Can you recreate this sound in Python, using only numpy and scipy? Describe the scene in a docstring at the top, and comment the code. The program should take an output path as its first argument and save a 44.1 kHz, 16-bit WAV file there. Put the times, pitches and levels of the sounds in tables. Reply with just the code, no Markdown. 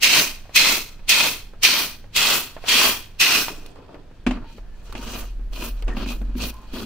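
"""Outdoors, crushed roasted beans are tossed seven times in a wide metal basin and rain back onto it.
The basin is then set down with a knock, rocks on its base, and fingers sweep the husks across the metal;
once the load rattles low after a knock. Showers, strokes and this rattling are sparse random impacts
filtered into rattle, drumming, thud, crackle and hiss; knocks and taps are damped modes with noise,
the rocking is a drifting sine, snaps are short noise; wind, hush and a faint hum are filtered noise."""
import sys
import numpy as np
from scipy import signal
from scipy.fft import rfft, irfft
from scipy.io import wavfile
from scipy.ndimage import uniform_filter1d

SR = 44100
rng = np.random.default_rng(int(sys.argv[2]) if len(sys.argv) > 2 else 0)


def master_out(mix):
    """Clip the mix to full scale and print it as 16-bit PCM to the path in sys.argv[1]."""
    frames = np.transpose(np.atleast_2d(mix))
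    ceiling = np.clip(frames, -1, 1)
    pcm = np.round(ceiling * 32767).astype(np.int16)
    wavfile.write(sys.argv[1], SR, pcm)


N = 302085  # length in samples

# All levels are relative, and spectra give only a shape.
# Wind level over time. Each row: time in seconds, level in dB.
WIND_LEVEL = [(0.0, -48), (0.04, -42.5), (1.09, -37), (1.18, -51), (1.45, -36), (1.85, -42), (2.02, -38),
              (4.16, -43.5), (4.27, -39.5), (5.19, -36), (5.55, -29.5), (5.61, -39), (5.93, -30.5),
              (6.56, -39.5), (6.75, -30), (6.85, -33)]
# Spectra of wind rumble and of distant hush. Each row: frequency in Hz, density in dB per Hz.
WIND_SPECTRUM = [(10, 3), (22, 15), (35, -6.5), (60, -16.5), (90, -56.5)]
HUSH_SPECTRUM = [(29, -33), (50, -2), (141, -11.5), (342, -19.5), (686, -23.5), (812, -25.5), (916, -27),
                 (1110, -31.5), (1670, -29), (2020, -32.5), (4370, -37.5), (12000, -53.5), (15600, -53.5)]
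HUSH_DB = -49
HUM_HZ, HUM_DB, HUM_WIDTH_HZ = 100.9, -57, 6  # a faint low hum in the distance

# Likeness of the two channels. Each row: frequency in Hz, left-right correlation (1 is identical).
CHANNEL_LIKENESS = [(60, .98), (170, .92), (350, .84), (700, .5), (1400, .78), (2800, .38), (5600, .07),
                    (10000, -.13), (14000, 0)]
# Balance of the two channels. Each row: frequency in Hz, left minus right in dB.
CHANNEL_BALANCE = [(60, -3), (240, 1), (950, 1.5), (3770, -1), (15000, 0.5)]

# Showers of tossed beans. Each row: landing in seconds, crash level in dB, rain level in dB,
# rain length in seconds, sharpness of the front in dB per s (before each layer's share),
# early beans in dB, late trickle in dB, extra swell of the rain in dB, then in dB relative to
# their usual rain: drumming, thud, crackle, hiss.
SHOWERS = [(0.032, -13, -16.5, 0.16, 1305.5, -45.5, -54, 4, 0, -1, 1.5, 1),
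           (0.559, -12.5, -19, 0.17, 1599, -47, -59.5, -0.5, -1.5, 0, 1, 0.5),
           (1.093, -13, -20.5, 0.17, 1900, -54.5, -65.5, -2.5, -0.5, 0, 0.5, 0.5),
           (1.634, -12, -22, 0.17, 2002.5, -53.5, -65, -2.5, 0, 0, -1, 2),
           (2.165, -19, -20.5, 0.18, 1100, -67, -52, -0.5, 1, 2.5, 1.5, 3),
           (2.688, -27.5, -17.5, 0.18, 900, -33.5, -59.5, 1.5, 2, 2, 0.5, 2.5),
           (3.202, -14.5, -20, 0.18, 2396, -56, -52.5, -0.5, 1.5, 1, 0.5, 1.5)]
# Five layers of a shower: rattle on metal, drumming bottom, thud of the heap, crackle of shells, hiss
# of husks. Each row: offset in the crash in dB, build-up of the crash in seconds, offset in the rain
# in dB, swell over the rain in dB, time the rain outlasts its length in seconds, decay in dB per s,
# share of the front's sharpness.
SHOWER_LAYERS = [(-1, 0.016, 0.5, 0.5, -0.0077, 171, 0.95), (-26.5, 0.056, -14, 11.5, 0.005, 171.5, 0.57),
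                 (-23.5, 0.04, -6, 11.5, -0.019, 174, 0.9), (-5.5, 0.004, -6.5, 1, 0.015, 184, 1.02),
                 (-7, 0.0074, -6, 7.5, 0.028, 201.5, 1.1)]
# Early and late beans: one offset in dB for each of the same five layers.
STRAY_LAYERS_DB = [0.5, -11.5, -1.5, -8, -10.5]
CRASH_DB_PER_S, EARLY_DB_PER_S, TRICKLE_DB_PER_S = 258, 331, 24
KNEE_S = 0.014  # softness of the bend where the rain starts to thin
LEAD_S, SHOWER_S = .11, .5  # time computed before and after the landing

# Broad resonances of the wall. Each row: frequency in Hz, width in Hz, level in dB.
WALL_MODES = [(1890, 26, -11.5), (2474, 41, 3.5), (2630, 56, -7.5), (3256, 110, -9)]
# Spectra of the held basin, the load shifting in the hands and the resting basin. Each holds three
# lists, for rattle, bottom and heap. Each row: frequency in Hz, density in dB per Hz.
HELD_SPECTRA = [
    [(1000, -41), (1700, -15.5), (2050, -6.5), (2220, -6.5), (2570, -2), (2920, -3.5), (3170, -3),
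     (3770, -6), (4330, -3), (5200, -13.5), (6760, -29), (11400, -120)],
    [(76, -37), (130, -3.5), (199, -4.5), (258, 0), (323, -3), (450, -3.5), (580, -25), (990, -120)],
    [(260, -76), (450, -13.5), (500, -13), (578, 1), (863, -2.5), (959, 3), (1550, 2), (1700, -5),
     (2210, -31.5), (3740, -120)],
]
SHIFTING_SPECTRA = [
    [(1240, -44), (2100, -20), (2490, -8), (3440, -11), (5200, -18), (6760, -40), (11400, -120)],
    [(76, -36), (130, -1), (227, -12), (275, 0), (450, -6), (580, -43), (990, -120)],
    [(260, -36), (450, -2), (579, 1.5), (852, -5.5), (1030, -5), (1920, -23), (2100, -32), (2730, -54),
     (4620, -120)],
]
RESTING_SPECTRA = [
    [(1240, -65), (2100, -20), (2500, -3.5), (2900, -2.5), (3600, -8), (4400, -3), (5200, -16), (6760, -30),
     (11400, -120)],
    [(47, -34), (80, 0.5), (118, -10), (150, -11.5), (190, -13.5), (237, 0), (296, -11.5), (339, -10.5),
     (370, -10), (450, -26), (580, -53), (990, -120)],
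    [(260, -32), (450, -1), (702, -1), (868, -8), (914, -0.5), (1080, -5), (1180, -2.5), (1340, -3.5),
     (2100, -14), (2730, -39.5), (4620, -120)],
]
# Spectra of crackling shells and hissing husks. Each row: frequency in Hz, density in dB per Hz.
SHELL_SPECTRUM = [(4000, -42.5), (5000, -6), (6000, -1), (7100, -6), (8500, -6), (10000, -11.5),
                  (12000, -24)]
HUSK_SPECTRUM = [(8000, -14), (10000, -3.5), (11600, -3), (14500, 1.5), (15200, 3), (15800, -8.5)]

# Fingers shift and tap on the rim. Each row: start in seconds, level in dB, pitch in Hz,
# level of the crack in dB relative to the tap.
RIM_TAPS = [(0.455, -33, 700, -22), (0.494, -27, 650, -30), (0.993, -32, 550, -16), (1.536, -29, 560, -26),
            (2.041, -31.5, 573, -23), (2.566, -18, 649, -28), (2.64, -17, 670, -25),
            (3.483, -12.5, 900, -10.5), (3.661, -32.5, 426, -3), (3.759, -29, 440, -25),
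            (3.944, -23.5, 422, -20), (4.112, -34, 412, -33), (4.444, -32, 854, -22),
            (4.582, -27, 385, -25.5), (4.895, -28, 416, -22), (4.925, -24, 1114, -11),
            (5.394, -33, 390, -31), (5.533, -36, 715, 2.5), (5.824, -22.5, 396, -9.5),
            (6.215, -26, 400, -18), (6.252, -36, 560, -17)]

# The load shifts while the held basin is lowered, and stirs in the resting basin.
# Each row: time in seconds, then levels in dB of rattle, drumming, thud, crackle.
LOWERING_LEVELS = [(3.5, -47, -38.5, -45, -48), (3.62, -61, -56, -54.5, -58), (3.7, -61.5, -49, -51.5, -65),
                   (3.85, -62, -52, -49, -79), (3.95, -67.5, -51, -53, -78.5), (4.0, -68, -49, -54, -85),
                   (4.09, -81, -65, -62, -84), (4.17, -67.5, -73, -63, -78), (4.245, -70, -62, -69.5, -90)]
STIRRING_LEVELS = [(4.33, -50, -32, -42, -73), (4.42, -67, -41, -51, -80), (4.51, -57, -57, -60, -64),
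                   (4.58, -60, -48, -70, -62), (4.64, -77, -57, -60, -80), (4.72, -71, -67, -67, -75),
                   (4.87, -58.5, -69, -59.5, -60.5), (4.94, -58, -42, -53, -59), (5.3, -62, -69, -70, -76),
                   (5.39, -79.5, -57, -76, -83), (5.5, -80, -56, -76, -85), (5.8, -57.5, -54.5, -57, -67),
                   (5.86, -84, -62, -61, -74), (6.2, -76, -40.5, -63, -70), (6.33, -62, -41.5, -54, -74),
                   (6.58, -64.5, -60, -57, -74), (6.7, -60, -54, -56, -65), (6.85, -59, -55, -56, -65)]
STIR_HISS_DB = -6  # relative to crackle

# Single husks snap. Each row: start in seconds, level in dB.
HUSK_SNAPS = [(3.663, -37), (4.9262, -38), (5.8234, -43), (5.8471, -51), (5.8795, -54), (5.937, -53),
              (6.2194, -50), (6.541, -42), (6.6163, -51)]
# Each row: frequency in Hz, density in dB per Hz.
SNAP_SPECTRUM = [(1500, -20), (4000, -3), (9000, 0), (15800, -4)]

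# The resting basin wobbles. Each row: time in seconds, level in dB.
WOBBLE_LEVEL = [(4.24, -46), (4.28, -22), (4.37, -31.5), (4.43, -46), (4.52, -52), (4.61, -35.5),
                (4.78, -45), (4.92, -35), (4.97, -40), (5.02, -32), (5.1, -37.5), (5.41, -26.5),
                (5.69, -35), (5.72, -23), (5.8, -30), (5.85, -19.5), (6.01, -33), (6.03, -27), (6.19, -29),
                (6.22, -23), (6.44, -29.5), (6.67, -46), (6.75, -37), (6.85, -55)]
# Central pitch of the wobble. Each row: time in seconds, frequency in Hz.
WOBBLE_PITCH = [(4.24, 38), (5.1, 38.53), (5.95, 39.2), (6.2, 41.8), (6.4, 45.2), (6.85, 47)]

# Knocks of the basin on the ground. Each row: start in seconds, level in dB, hardness in dB,
# 60 dB decay time at 250 Hz in seconds, 60 dB decay time of the grit in seconds.
GROUND_KNOCKS = [(4.265, -4.5, 3.5, 0.19, 0.076), (4.309, -14, 8, 0.16, 0.047),
                 (4.332, -24, -2, 0.12, 0.04), (4.951, -28, 18.5, 0.064, 0.045),
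                 (4.99, -27, -12, 0.1, 0.04), (5.393, -36, -11, 0.069, 0.04), (5.88, -25, 10.5, 0.11, 0.13),
                 (5.968, -21.5, 8, 0.28, 0.06), (6.06, -19, 3, 0.22, 0.071), (6.225, -35, 0, 0.16, 0.04),
                 (6.352, -17, -8, 0.22, 0.035), (6.736, -22.5, 0, 0.13, 0.06)]
# Modes of the basin. Each row: frequency in Hz, level in dB.
BASIN_MODES = [(192, -16), (247.3, -6), (297, -16.5), (325.5, -17.5), (370, -20), (535, -29), (660, -25.5),
               (880, -24), (1276, -29), (1590, -22), (2360, -27), (2783, -20), (3440, -28)]
# Spectrum of the grit in a knock. Each row: frequency in Hz, density in dB per Hz.
GRIT_SPECTRUM = [(200, 8), (900, 5), (1900, -3), (2600, 3), (3600, -8), (4400, -11),
                 (7000, -17.5), (14000, -36)]

# Faint tones that linger in the metal. Each row: start in seconds, end in seconds, frequency in Hz,
# level in dB, width of the first resonance in Hz.
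LINGERING_TONES = [(4.416, 4.56, 910, -55, 45), (4.562, 4.9, 1745, -68.5, 21), (4.948, 5.05, 920, -51, 8.3),
                   (5.878, 5.958, 1850, -44, 120), (6.472, 6.694, 1021, -50.5, 53),
                   (6.483, 6.727, 873, -59, 67)]

# Strokes of the fingers through the husks; the third row is the low rattling of the load after a knock.
# Each row: start in seconds, crest in seconds, end in seconds, rattle level in dB, swell to the crest
# in dB, release in dB per s, then in dB relative to the rattle: drumming, thud, crackle, hiss.
STROKES_AND_RATTLING = [(4.962, 5.14, 5.24, -39.5, 10, 256, 1, 0, -3, -3),
                        (5.53, 5.635, 5.69, -39.5, 10, 489, 1.5, 0.5, -3.5, 2),
                        (5.884, 5.898, 5.95, -58, -5, 300, 24, 18, 0, -25),
                        (5.97, 6.017, 6.04, -39, 0, 500, 2.5, -2.5, -17, -14),
                        (6.064, 6.088, 6.125, -41, 9, 338, 4, 0, -3.5, -0.5),
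                        (6.372, 6.428, 6.495, -36, 8, 650, 2, -5, -5.5, -0.5),
                        (6.737, 6.805, 6.83, -42, 0.5, 450, 10.5, 1.5, -7, -4)]
GRIP_DB_PER_S, SAG_DB_PER_S = 1202, 81  # rise before the start; slackening after the crest
AFTER_DB, AFTER_DB_PER_S = -12, 127.5  # tail that lingers after the end
DRUM_SWELL, HISS_SWELL = 0.6, 1.5  # shares of the swell that bottom and husks follow
HISS_LAG = 0.51  # husks crest this share of the way from crest to end

EDGE_HZ = 15790  # upper band limit


def amp(db):
    """Decibels are a logarithmic measure of amplitude."""
    return 10 ** (np.asarray(db) / 20)


def evened(x):
    """Dividing by the root mean square gives a signal unit power."""
    return x / np.sqrt(np.mean(x ** 2) + 1e-20)


def summed(*levels_db):
    """Powers, not amplitudes, add when unrelated sounds are heard together."""
    return 10 * np.log10(sum(amp(db) ** 2 for db in levels_db) + 1e-14)


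def read(points, hz):
    """Spectra are interpolated on a logarithmic frequency axis, as pitch is heard."""
    f, value = np.transpose(points)
    return np.interp(np.log(hz + 1), np.log(f + 1), value)


def add(mix, s, sound):
    """Superposition: a sound starting at s seconds adds to the mix, cut at its end."""
    part = mix[..., round(s * SR):][..., :sound.shape[-1]]
    part += sound[..., :part.shape[-1]]


def noise(n):
    """Two unrelated white noises hold equal power at all frequencies."""
    return rng.standard_normal((2, n))


def smooth_noise(n, size):
    """Two moving averages pass only the slow fluctuations of a noise."""
    x = rng.standard_normal(n)
    return evened(uniform_filter1d(uniform_filter1d(x, size), size))


def lumps(n):
    """Slow fluctuation: random swells some 25 ms long."""
    return smooth_noise(n, 800)


def coloured(pair, spectrum):
    """Partial coherence: two unrelated signals are filtered and blended into a left-right pair."""
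    n = pair.shape[1]
    hz = np.fft.rfftfreq(n, 1 / SR)
    a, b = rfft(pair)
    same = np.clip(read(CHANNEL_LIKENESS, hz), -1, 1)
    balance = amp(read(CHANNEL_BALANCE, hz) / 2)
    left = a * balance
    right = (same * a + np.sqrt(1 - same ** 2) * b) / balance
    return evened(irfft(np.array([left, right]) * amp(read(spectrum, hz)), n))


def ring(x, modes):
    """Resonance: x excites damped modes, each of peak gain 1 times its level."""
    return sum(amp(db) * signal.lfilter(*signal.iirpeak(hz, hz / width, SR), x)
               for hz, width, db in modes)


def air():
    """Turbulence and distance: wind rumbles on the microphone over the steady hush and hum of the yard."""
    s, db = np.transpose(WIND_LEVEL)
    rumble = coloured(noise(N), WIND_SPECTRUM) * amp(np.interp(np.arange(N) / SR, s, db))
    hum = ring(rng.standard_normal(N), [(HUM_HZ, HUM_WIDTH_HZ, 0)])
    hum = amp(HUM_DB) * evened(ring(hum, [(HUM_HZ, 2 * HUM_WIDTH_HZ, 0)]))
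    hush = amp(HUSH_DB) * coloured(noise(N), HUSH_SPECTRUM)
    return rumble + hum + hush


def shower(land, crash_db, rain_db, length, front, early_db, trickle_db, extra_db, *colour_db):
    """Superposed impact levels: a few early beans, a crash, a rain that thins out, a last trickle."""
    t = np.arange(max(land - LEAD_S, 0), land + SHOWER_S, 1 / SR) - land
    before, after = np.minimum(t, 0), np.maximum(t, 0)
    early = early_db + EARLY_DB_PER_S * before
    trickle = trickle_db - TRICKLE_DB_PER_S * (after - length)
    strays = np.where(t < 0, early, trickle)
    levels = []
    for layer, stray_db, own_db in zip(SHOWER_LAYERS, STRAY_LAYERS_DB, (0,) + colour_db):
        hit_db, build, wet_db, swell_db, late, dying, share = layer
        crash = crash_db + hit_db - CRASH_DB_PER_S * abs(after - build)
        swell = (swell_db + extra_db) * np.maximum(1 - after / length, 0)
        thinning = dying * KNEE_S * np.logaddexp(0, (t - length - late) / KNEE_S)
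        rain = rain_db + wet_db + own_db - swell - thinning
        main = summed(crash, rain) + share * front * before
        levels.append(summed(main, strays + stray_db))
    return land + t[0], levels


def grains(n, per_s, spread_db):
    """Random point process: two sparse trains of impacts swell in clumps, a few much stronger than the rest."""
    clumps = amp(0.61 * smooth_noise(n, 300))
    size = amp(spread_db * np.minimum(rng.exponential(1, (2, n)), 4.5))
    sign = rng.choice([-1., 1.], (2, n))
    return clumps * size * sign * (rng.random((2, n)) < per_s / SR)


def patches(hits, t60, count=14):
    """Modal response: each bean strikes one patch of sheet metal, which answers with brief modes.

    t60 is the 60 dB decay time in seconds at 1000 Hz."""
    t = np.arange(1800) / SR
    where = rng.integers(0, count, hits.shape)
    out = 0
    for k in range(count):
        hz = 150 * 70 ** rng.random((40, 1))
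        waves = np.sin(2 * np.pi * (hz * t + rng.random((40, 1))))
        decay = amp(-60 * t / (t60 * (1000 / hz) ** 0.14))
        answer = (waves * decay * np.sqrt(hz / 1000)).sum(0)
        out = out + signal.oaconvolve(hits * (where == k), answer[None], axes=1)[:, :hits.shape[1]]
    return evened(out)


def beans(start, levels, spectra, per_s, spread_db, ring_db, tick, t60, uneven_db):
    """Impact excitation: the wall rattles and rings, bottom and heap thud, shells crackle, husks hiss."""
    rattle_db, drum_db, thud_db, crackle_db, hiss_db = (
        db + uneven_db * lumps(len(db)) for db in levels)
    rattle_spectrum, bottom_spectrum, heap_spectrum = spectra
    n = len(rattle_db)
    t = np.arange(n) / SR
    hits = grains(n, per_s, spread_db)
    metal = tick * evened(hits) + patches(hits, t60)
    rattle = coloured(metal, rattle_spectrum) * amp(rattle_db)
    wall = amp(ring_db) * ring(rattle * amp(1.8 * lumps(n)), WALL_MODES)
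    rattle = (rattle + wall) * amp(1.38)
    drum = coloured(metal, bottom_spectrum) * amp(drum_db)
    thud = coloured(metal, heap_spectrum) * amp(thud_db)
    crackle = coloured(metal, SHELL_SPECTRUM) * amp(crackle_db)
    light_hits = grains(n, 12000, 1.8)
    hiss = coloured(1.9 * hits + light_hits, HUSK_SPECTRUM) * amp(hiss_db)
    fade = np.sqrt(np.clip(np.minimum(t, t[-1] - t) / .005, 0, 1))  # 5 ms at both ends
    return start, (rattle + drum + thud + crackle + hiss) * fade


def tap(level_db, hz, crack_db):
    """Strong damping: hand-held metal gives a dull brief thump, a short crack and a noisy tail."""
    t = np.arange(2600) / SR
    thump = np.sin(2 * np.pi * hz * t) * amp(-60 * t / 0.013)
    tail = coloured(noise(len(t)), [(150, -20), (hz, 0), (2500, -14), (6000, -40)])
    tail *= amp(-12 - 60 * t / 0.097)
    crack = coloured(noise(len(t)), HELD_SPECTRA[0]) * amp(crack_db + 1.5 - 60 * t / 0.027)
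    return amp(level_db - 4.5) * (thump + tail + crack)


def stir(rows):
    """Continuous friction: the levels of a load that moves a little all the time are interpolated."""
    s, *columns = np.transpose(rows)
    t = np.arange(s[0], s[-1], 1 / SR)
    levels = [np.interp(t, s, column) for column in columns]
    return s[0], levels + [levels[-1] + STIR_HISS_DB]


def snap(level_db):
    """Sudden release: a husk gives a dry click, noise that decays within milliseconds."""
    t = np.arange(600) / SR
    return amp(level_db - 2 - 60 * t / 0.024) * coloured(noise(len(t)), SNAP_SPECTRUM)


def wobble():
    """Slow flexure: the loaded bottom sounds a near sine whose pitch drifts and wanders."""
    t = np.arange(N) / SR
    wander = 1 + .07 * smooth_noise(N, 2500)
    turns = np.cumsum(np.interp(t, *np.transpose(WOBBLE_PITCH)) * wander) / SR
    level = amp(np.interp(t, *np.transpose(WOBBLE_LEVEL), left=-120))
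    return np.sqrt(2) * level * np.sin(2 * np.pi * turns)


def knock(level_db, hard_db, ring_s, grit_s):
    """Modal excitation: all basin modes start at once; a harder contact wakes the upper ones and grit."""
    t = np.arange(SR // 3) / SR
    body = 0
    for k, (hz, db) in enumerate(BASIN_MODES, 1):
        decay_s = ring_s * (250 / hz) ** 1.13  # damped by load and ground
        decay = amp(db + hard_db * (hz > 600) - 60 * t / decay_s)
        body = body + (-1) ** k * decay * np.sin(2 * np.pi * hz * t)  # neighbours swing oppositely
    grit = coloured(noise(len(t)), GRIT_SPECTRUM)
    jolt = amp(-60 * t / grit_s) + amp(-8.5 - 60 * t / 0.26)  # the load rattles on after the contact
    onset = np.minimum(t / 0.00087, 1)
    return amp(level_db) * (body + amp(hard_db - 19.5) * grit * jolt) * onset


def tone(start, end, hz, db, width_hz):
    """Narrow-band resonance: filtered noise becomes a slightly fuzzy hum."""
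    n = round((end - start) * SR)
    settling = 9000  # samples dropped while the resonance builds
    fuzz = ring(rng.standard_normal(n + settling), [(hz, width_hz, 0)])[settling:]
    hum = evened(ring(evened(fuzz), [(hz, 2 * width_hz, 0)]))
    return start, amp(db) * hum * signal.windows.tukey(n, .7)


def stroke_or_rattling(start, crest, end, db, swell_db, release, drum_db, thud_db, crackle_db, hiss_db):
    """Force envelope: a stroke grips, crests, slackens and lets go; rattling after a knock shares the form."""
    t = np.arange(start - .04, end + .3, 1 / SR)
    grip = GRIP_DB_PER_S * np.minimum(t - start, 0)
    gone = np.maximum(t - end, 0)
    # loose husks slide on a little after a stroke
    level = db + grip + summed(-release * gone, AFTER_DB - AFTER_DB_PER_S * gone)

    def swell(top):
        """A linear ramp in dB leads to the top, and a sag follows until the end."""
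        ramp = swell_db * np.clip((top - t) / max(top - start, .005), 0, 1)
        sag = SAG_DB_PER_S * np.clip(t - top, 0, max(end - top, 0))
        return -ramp - sag

    firm = swell(crest)
    late = swell(crest + HISS_LAG * (end - crest))
    return t[0], [level + firm,
                  level + DRUM_SWELL * firm + drum_db,
                  level + firm + thud_db,
                  level + firm + crackle_db,
                  level + HISS_SWELL * late + hiss_db]


def scene():
    """Superposition of air, tosses, lowering, resting load and single contacts."""
    mix = air() + wobble()
    for row in SHOWERS:
        add(mix, *beans(*shower(*row), HELD_SPECTRA, per_s=3500, spread_db=2.0, ring_db=-2.0,
                        tick=0.46, t60=0.033, uneven_db=0.63))
    add(mix, *beans(*stir(LOWERING_LEVELS), SHIFTING_SPECTRA, per_s=710, spread_db=4.0, ring_db=-19.5,
                    tick=0.39, t60=0.073, uneven_db=1.5))
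    moves = [stroke_or_rattling(*row) for row in STROKES_AND_RATTLING]
    for start, levels in [stir(STIRRING_LEVELS)] + moves:
        add(mix, *beans(start, levels, RESTING_SPECTRA, per_s=1500, spread_db=2.5, ring_db=1.0,
                        tick=0.76, t60=0.041, uneven_db=2.0))
    for table, sound in ((RIM_TAPS, tap), (HUSK_SNAPS, snap), (GROUND_KNOCKS, knock)):
        for s, *row in table:
            add(mix, s, sound(*row))
    for row in LINGERING_TONES:
        add(mix, *tone(*row))
    return mix


def record(dry):
    """Saturation and band limiting: the input stage rounds the highest peaks, then a low-pass follows."""
    rounded = dry / (1 + (abs(dry) / .95) ** 6) ** (1 / 6) * .93
    low_pass = signal.firwin(1023, EDGE_HZ, window=("kaiser", 11), fs=SR)
    return signal.oaconvolve(rounded, low_pass[None], "same")


dry = scene()
out = record(dry)
master_out(out)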